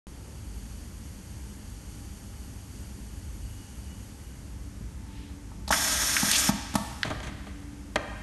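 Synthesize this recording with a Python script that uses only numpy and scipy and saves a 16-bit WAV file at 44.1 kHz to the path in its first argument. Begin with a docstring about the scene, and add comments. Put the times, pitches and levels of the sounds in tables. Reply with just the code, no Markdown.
"""Pneumatic assembly machine, one cycle

In a reverberant workshop, over low rumble and a small air leak, a valve opens: air blasts for
most of a second, latches clack and the slides knock against their stops in the steel frame.
The hollow plastic shell is then pulled off the fixture, bumping and scraping, and put down."""
import sys
import numpy as np
from scipy import signal
from scipy.fft import rfft, irfft, next_fast_len
from scipy.io import wavfile
from scipy.ndimage import uniform_filter1d

SR = 44100
rng = np.random.default_rng(int(sys.argv[2]) if len(sys.argv) > 2 else 0)


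def put_to_file(sound):
    """Save the sound as 16-bit audio at rate SR, in the file named by the first command-line argument."""
    columns = np.atleast_2d(sound).T  # one column per channel
    safe = np.clip(columns, -1, 1)
    whole_steps = np.round(safe * 32767)
    wavfile.write(sys.argv[1], SR, whole_steps.astype(np.int16))


N = 362502
T = np.arange(N) / SR


def amp(db):
    """Decibels to gain."""
    return 10 ** (np.asarray(db) / 20)


def unit(x):
    """Scale to rms 1."""
    return x / np.sqrt(np.mean(x ** 2) + 1e-20)


def at_hz(points, hz):
    """Read a table on a log-frequency axis."""
    f, value = np.transpose(points)
    return np.interp(np.log(hz), np.log(f), value)


def band(x, low_hz, high_hz, order=2):
    """Causal band-pass."""
    sos = signal.butter(order, [low_hz, high_hz], "band", fs=SR, output="sos")
    return signal.sosfilt(sos, x + 1e-18)


def drift(per_s):
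    """Random modulation with a spread near 1."""
    knots = rng.standard_normal(4096)
    return np.interp(T * per_s, np.arange(len(knots)), knots)


def swell(peak_s, length_s):
    """A smooth rise and fall, above half height for the given length."""
    return np.exp(-np.log(2) * np.minimum((2 * (T - peak_s) / length_s) ** 2, 60))


def noise(spectrum, peaks=()):
    """Coloured noise with resonant humps; rms 1."""
    size = next_fast_len(N, real=True)
    hz = np.maximum(np.fft.rfftfreq(size, 1 / SR), 1)
    humps_db = sum(boost / (1 + (2 * (hz - f) / width) ** 2) for f, width, boost in peaks)
    colour = amp(at_hz(spectrum, hz) + humps_db)
    return unit(irfft(rfft(rng.standard_normal(size)) * colour, size)[:N])


def band_noise(low_hz, high_hz):
    """One band of noise; rms 1."""
    return unit(band(rng.standard_normal(N), low_hz, high_hz))


def add(out, s, sound):
    """Mix a short sound in at its time."""
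    at = int(s * SR)
    out[at:at + len(sound)] += sound[:N - at]


def ring(modes, rise_s):
    """Decaying sines of a struck body; they swell while the contact lasts."""
    t = T[:SR]
    attack = 1 - np.exp(-(t / rise_s) ** 2)
    return attack * sum(amp(db - 60 * t / t60) * np.sin(2 * np.pi * hz * t) for hz, db, t60 in modes)


def burst(decay_s, rise_s=0.00048):
    """Rough contact: a fast-dying swarm of tiny impacts that excites all frequencies evenly."""
    t = T[:SR // 5]
    envelope = (1 - np.exp(-t / rise_s)) * np.exp(-t / decay_s)
    swarm = rng.standard_normal(len(t))
    for _ in range(3):   # flatten the spectrum, then the level
        even = irfft(np.exp(1j * np.angle(rfft(swarm * envelope))), len(t))
        swarm = even / np.sqrt(np.abs(uniform_filter1d(even ** 2, size=32)) + 1e-12)
    return swarm * envelope


def at_level(sound, db, decay_s):
    """Give a hit the energy of a decay that starts at this rms level."""
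    return amp(db) * sound * np.sqrt(decay_s * SR / 2 / np.sum(sound ** 2))


# reverb time of the workshop: f/Hz, t60/s
ROOM_T60 = [(100, 0.49), (300, 0.56), (900, 1.17), (2500, 2.02), (6000, 1.52), (12000, 1.4)]

def workshop_reverb(x, build_s=0.00093):
    """The hall's diffuse tail builds up, then dies band by band."""
    t, edges, tail = T[:2 * SR], np.geomspace(70, 14000, 12), 0
    for low, high in zip(edges, edges[1:]):
        t60 = at_hz(ROOM_T60, np.sqrt(low * high))
        tail += band(rng.standard_normal(len(t)), low, high) * amp(-60 * t / t60)
    tail *= 1 - np.exp(-t / build_s)
    return signal.fftconvolve(x, tail / np.sqrt(np.sum(tail ** 2)))[:N]


# echoes off the steel cover, bench and floor: delay/s, gain/dB
PANELS = [(.0021, -27), (.0043, -27), (.0077, -18.5), (0.0113, -20.5), (0.015, -33)]

def early_reflections(x):
    """Nearby hard surfaces add short echoes that comb the spectrum."""
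    return x + sum(amp(db) * np.interp(T - delay_s, T, x) for delay_s, db in PANELS)


# colour of the rumble: f/Hz, relative level/dB
RUMBLE = [(15, -39), (25, -33), (33, -6), (42, -11.5), (52, 2), (68, 2.5), (90, -6), (110, -7), (145, -12),
          (200, -10.5), (250, -14.5), (300, -17), (400, -29), (600, -41), (1300, -76)]

def rumble(level_db=-42, surge_db=1.5, churn_db=1.0, split_hz=140):
    """Low bed of other machines; its deep and upper parts surge independently."""
    drone = noise(RUMBLE)
    deep = signal.sosfiltfilt(signal.butter(3, split_hz, fs=SR, output="sos"), drone)
    upper = drone - deep
    return amp(level_db + surge_db * drift(7.2)) * deep + amp(level_db + churn_db * drift(14)) * upper


# the listener's path round the cover: t/s, position (0 in front, 1 beside)
LISTENER_PATH = [(0, 0.25), (.8, 0.0039), (4.0, 0.022), (4.6, 0.44), (5.1, 1)]

def listener_position():
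    """Perspective moves between the front of the machine's cover and its side."""
    return np.interp(T, *np.transpose(LISTENER_PATH))


# motor partials: f/Hz, level in front/dB, level beside/dB
HUM = [(51, -50.5, -53), (99.7, -52, -56), (198.8, -61, -56), (287.5, -67, -55), (810, -72, -86),
       (886, -75, -72.5)]

def motor_hum(waver_db=4.5, wander_rad=0.63):
    """Wavering motor tones whose balance shifts as the listener moves."""
    beside, out = listener_position(), 0
    for hz, front_db, side_db in HUM:
        rms = amp(front_db + beside * (side_db - front_db) + waver_db * drift(6))
        out += rms * np.sqrt(2) * np.sin(2 * np.pi * hz * T + wander_rad * drift(6))
    return out


# colour of the room tone: f/Hz, relative level/dB
ROOM_TONE = [(300, 9), (550, 4), (720, 0.5), (850, 2), (1100, 0), (2000, -2.5), (4000, -9), (6200, -5),
             (9000, -8), (12000, -11.5)]

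def room_tone(level_db=-53):
    """The workshop's even hiss."""
    return amp(level_db) * noise(ROOM_TONE)


# colour of the leak: f/Hz, relative level/dB
LEAK = [(900, -10.5), (1600, 0), (2400, -3.5), (3000, 4), (3900, -7), (4600, 6.5), (5050, -3.5), (6000, 4),
        (6900, 5.5), (7600, -1.5), (8400, 4.5), (10600, -1.5), (11600, 5.5), (12500, -14)]
# spells of whistling: peak t/s, length/s, level/dB
WHISTLES = [(3.6, .32, -64.5), (3.928, 0.1, -65), (4.32, .15, -70)]

def leak(level_db=-55.5, shadow_db=12.5, flicker_db=0.8, whistle_hz=2910, width_hz=57):
    """A leaking air coupling hisses, fainter beside the cover, and now and then whistles."""
    hiss = amp(level_db - shadow_db * listener_position() + flicker_db * drift(12)) * noise(LEAK)
    whistle = band_noise(whistle_hz - width_hz / 2, whistle_hz + width_hz / 2)
    return hiss + whistle * sum(amp(db) * swell(s, length_s) for s, length_s, db in WHISTLES)


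# soft strokes: peak t/s, length/s, level/dB, low f/Hz, high f/Hz
RUBS = [(0.275, 0.14, -55.5, 332, 575), (5.21, 0.21, -57, 1830, 4200)]

def rubs():
    """Friction noise swells and fades as a hand rubs and the shell slides into place."""
    return sum(amp(db) * swell(s, length_s) * band_noise(low_hz, high_hz)
               for s, length_s, db, low_hz, high_hz in RUBS)


# damped resonances of the plastic: f/Hz, width/Hz, gain/dB
PLASTIC = [(198, 140, 3.5), (324, 146, 3), (434, 30, 1), (640, 100, -2), (794, 150, -6), (980, 220, -4),
           (1210, 180, -1.5), (1250, 62, 2), (1550, 140, -5), (2000, 380, -4), (2610, 560, -8),
           (3217, 210, -4), (4150, 550, -11.5), (6160, 700, -9), (9000, 3400, -15.5)]
# modes of the shell's hollow: f/Hz, relative level/dB, t60/s
HOLLOW = [(323, -5.5, 0.1), (614, -0.5, 0.05), (778, 1, 0.045), (910, -11.5, 0.07), (1213, -3.5, 0.053),
          (1356, -5.5, 0.041), (1566, -9.5, 0.051), (2000, -19, 0.049)]
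# modes of the bench: f/Hz, relative level/dB, t60/s
BENCH = [(57, -5, 0.37), (107, 2, 0.12), (139, 2, 0.058)]
# shell handling, and a bump on the bench at 4.8 s: t/s, level/dB, brightness f/Hz, decay/s, hollow gain/dB,
# bench gain/dB
SHELL_HITS = [(4.808, -34, 158, 0.0055, -77, -35), (7.048, -31, 2980, 0.026, -32.5, -30.5),
              (7.076, -33.5, 2500, 0.0078, -51, -29), (7.102, -30, 4500, 0.0078, -30.5, -45),
              (7.110, -28.5, 800, 0.0083, -27, -27), (7.158, -60, 1200, 0.014, -50, -30.5),
              (7.202, -32, 4500, 0.0024, -40, -46), (7.229, -38.5, 9050, 0.027, -60, -47),
              (7.268, -36.5, 5130, 0.018, -49, -35), (7.467, -43, 2500, 0.025, -42.5, -58),
              (7.9573, -16.5, 3500, 0.0041, -19, -30)]

def shell():
    """Bumps and scrapes excite the plastic's resonances, ring its hollow and shake the bench."""
    out = np.zeros(N)
    bench, hollow = ring(BENCH, rise_s=0.0034), ring(HOLLOW, rise_s=0.001)
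    for s, db, bright_hz, decay_s, hollow_db, bench_db in SHELL_HITS:
        contact, body = band(burst(decay_s), 130, bright_hz, order=1), 0
        for k, (hz, width, gain_db) in enumerate(PLASTIC):
            resonance = signal.lfilter(*signal.iirpeak(hz, hz / width, fs=SR), contact)
            body += (-1) ** k * amp(gain_db) * resonance   # alternate polarity avoids deep notches
        add(out, s, at_level(body, db, decay_s))
        add(out, s, amp(hollow_db) * hollow + amp(bench_db) * bench)
    return out


# hard clacks: t/s, body level/dB, low f/Hz, high f/Hz, decay/s, tick level/dB
CLACKS = [(5.677, -36, 3800, 5000, 0.01, -37), (5.691, -30, 3500, 7000, 0.0034, -41),
          (5.724, -18.5, 1180, 2030, 0.013, -20.5), (6.165, -17, 1440, 2580, 0.0056, -36),
          (6.313, -15.5, 2800, 11900, 0.0048, -28), (7.031, -16.5, 1470, 2000, 0.0027, -17.5),
          (7.9575, -23.5, 1800, 2220, 0.0063, -24.5)]

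def clacks(tick_hz=(2770, 4700), tick_s=0.0017):
    """Valves, latches and the shell's rim snap: a bright tick over a body in the part's own register."""
    out = np.zeros(N)
    for s, db, low_hz, high_hz, decay_s, tick_db in CLACKS:
        add(out, s, at_level(band(burst(tick_s), *tick_hz), tick_db, tick_s))
        add(out, s, at_level(band(burst(decay_s), low_hz, high_hz), db, decay_s))
    return out


# thud modes of the steel frame: f/Hz, relative level/dB, t60/s
FRAME_MODES = [(157, -13, 0.055), (199.3, 0, 0.06), (237, -7.5, 0.059), (220.6, -16.5, 0.3),
               (248.5, -13, 0.26), (263, -40, 0.22)]
# ringing modes of its plates: f/Hz, relative level/dB, t60/s
PLATE_MODES = [(658, -14.5, 0.043), (672, -28, 0.32), (824, -12.5, 0.028), (848, -5.5, 0.026),
               (911, -27, 0.32), (1149, -17.5, 0.12), (1280, -15, 0.036), (1290, -33, 0.26),
               (1785, -22.5, 0.08), (1976, -28, 0.054)]
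# parts seating and slides hitting their stops: t/s, thud gain/dB, ring gain/dB, crack level/dB
KNOCKS = [(5.296, -83, -42, -72), (5.516, -62, -37.5, -60), (5.678, -45, -25, -34),
          (5.705, -23.5, -6.5, -41), (6.229, -16.5, -16.5, -43), (6.490, -11, -11.5, -46),
          (6.739, -25.5, -26, -34), (6.753, -14, -9.5, -21.5), (6.851, -55, -28, -71)]

def frame_knocks(crack_s=0.0051, bounce_s=0.025, bounce_thud_db=-12.5, bounce_ring_db=-18):
    """Each slide thuds into the frame, rings its plates, cracks at the contact and bounces once."""
    out = np.zeros(N)
    plates = ring(PLATE_MODES, rise_s=0.0012)
    thud = band(ring(FRAME_MODES, rise_s=0.0025), 62, 325)   # the heavy frame answers only low down
    for s, thud_db, ring_db, crack_db in KNOCKS:
        crack = band(burst(crack_s, rise_s=0.0022), 1600, 13000, order=1)
        bounce = amp(thud_db + bounce_thud_db) * thud + amp(ring_db + bounce_ring_db) * plates
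        add(out, s, amp(thud_db) * thud + amp(ring_db) * plates)
        add(out, s, at_level(crack, crack_db, crack_s))
        add(out, s + bounce_s, bounce)
    return out


# exhaust puffs: peak t/s, length/s, relative level/dB, centre f/Hz
PUFFS = [(6.342, .04, -25, 3670), (6.363, 0.015, -24, 4150), (6.394, 0.037, -23.5, 7200)]

def exhaust(width_octaves=0.85, sputter_db=2.0):
    """A cylinder vents through its muffler in sputtering puffs of hiss, higher as it empties."""
    puffs = [(amp(db) * swell(s, length_s), hz) for s, length_s, db, hz in PUFFS]
    edges, out = np.geomspace(1500, 12500, 10), 0
    for low, high in zip(edges, edges[1:]):
        band_hz = np.sqrt(low * high)
        level = sum(puff / (1 + (np.log2(band_hz / hz) / width_octaves) ** 2) ** 2 for puff, hz in puffs)
        out += level * amp(sputter_db * drift(140)) * band_noise(low, high)
    return out / 2


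# colour of the jet: f/Hz, relative level/dB
BLAST = [(120, -13), (250, 0.5), (350, -8.5), (470, -14), (620, -5), (1100, -6.5), (1800, -0.5), (2750, -7),
         (3400, -4.5), (4900, -3.5), (5400, 1.5), (6700, 1), (7600, -5.5), (9000, -2.5), (10400, -7.5),
         (12000, -2)]
# cavity resonances on the jet: f/Hz, width/Hz, boost/dB
CAVITIES = [(620, 58, 4.8), (870, 33, 2.5), (1150, 39, 4.6), (1280, 46, 8.5), (1610, 76, 8.9),
            (1940, 80, 3.3), (2430, 35, 2.7), (2600, 70, 3), (3090, 74, 6.1), (3410, 110, 6.7),
            (3560, 76, 5.4), (4540, 160, 2.5), (5305, 80, 6.9), (5500, 55, 4.7), (5900, 80, 2.5),
            (6150, 50, 2.6), (6200, 55, 4.5), (6550, 57, 4), (6870, 70, 7.6), (7300, 130, 3),
            (8500, 230, 3.8), (8770, 110, 7.4), (10740, 100, 5.1), (11300, 370, 3.4)]

def air_blast(open_s=5.706, shut_s=6.496, level_db=-25.5, rise_db_per_s=1.1, flutter_db=1.04):
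    """Turbulent jet: starts with the valve, grows slightly and bleeds away quickly once it shuts."""
    attack = np.clip((T - open_s) / 0.0036, 0, 1)
    release = np.exp(-np.clip(T - shut_s, 0, 1) / 0.0071)
    jet_db = level_db + rise_db_per_s * (T - open_s) + flutter_db * drift(90)
    return attack * release * amp(jet_db) * noise(BLAST, CAVITIES)


def scene():
    """The machine is close; the shell is handled farther off and so sounds wetter."""
    jets = early_reflections(air_blast() + exhaust())
    latches = early_reflections(clacks())
    frame, plastic = frame_knocks(), shell()
    bed = rumble() + motor_hum() + room_tone() + leak() + rubs()
    # the reverb send is duller than the direct sound
    send = (amp(-11) * band(jets, 200, 5600, order=1) + amp(-6.5) * frame
            + amp(-12) * latches + amp(-5) * band(plastic, 130, 2200, order=1))
    mid = bed + jets + frame + latches + plastic + workshop_reverb(send)
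    # faint stereo width in two narrow bands, near 1 kHz and 4.5 kHz
    spread = workshop_reverb(send + amp(-5) * bed)
    side = amp(-16) * band(spread, 790, 1475, order=6) + amp(-14.5) * band(spread, 3830, 5100, order=6)
    return np.array([mid + side, mid - side])


def record(dry, start_s=0.069, cutoff_hz=12080):
    """The sound cuts in after an instant of silence; a steep low-pass takes off the top."""
    low_pass = signal.ellip(12, .1, 80, cutoff_hz, fs=SR, output="sos")
    return signal.sosfilt(low_pass, dry * (T > start_s))


dry = scene()
out = record(dry)
put_to_file(out)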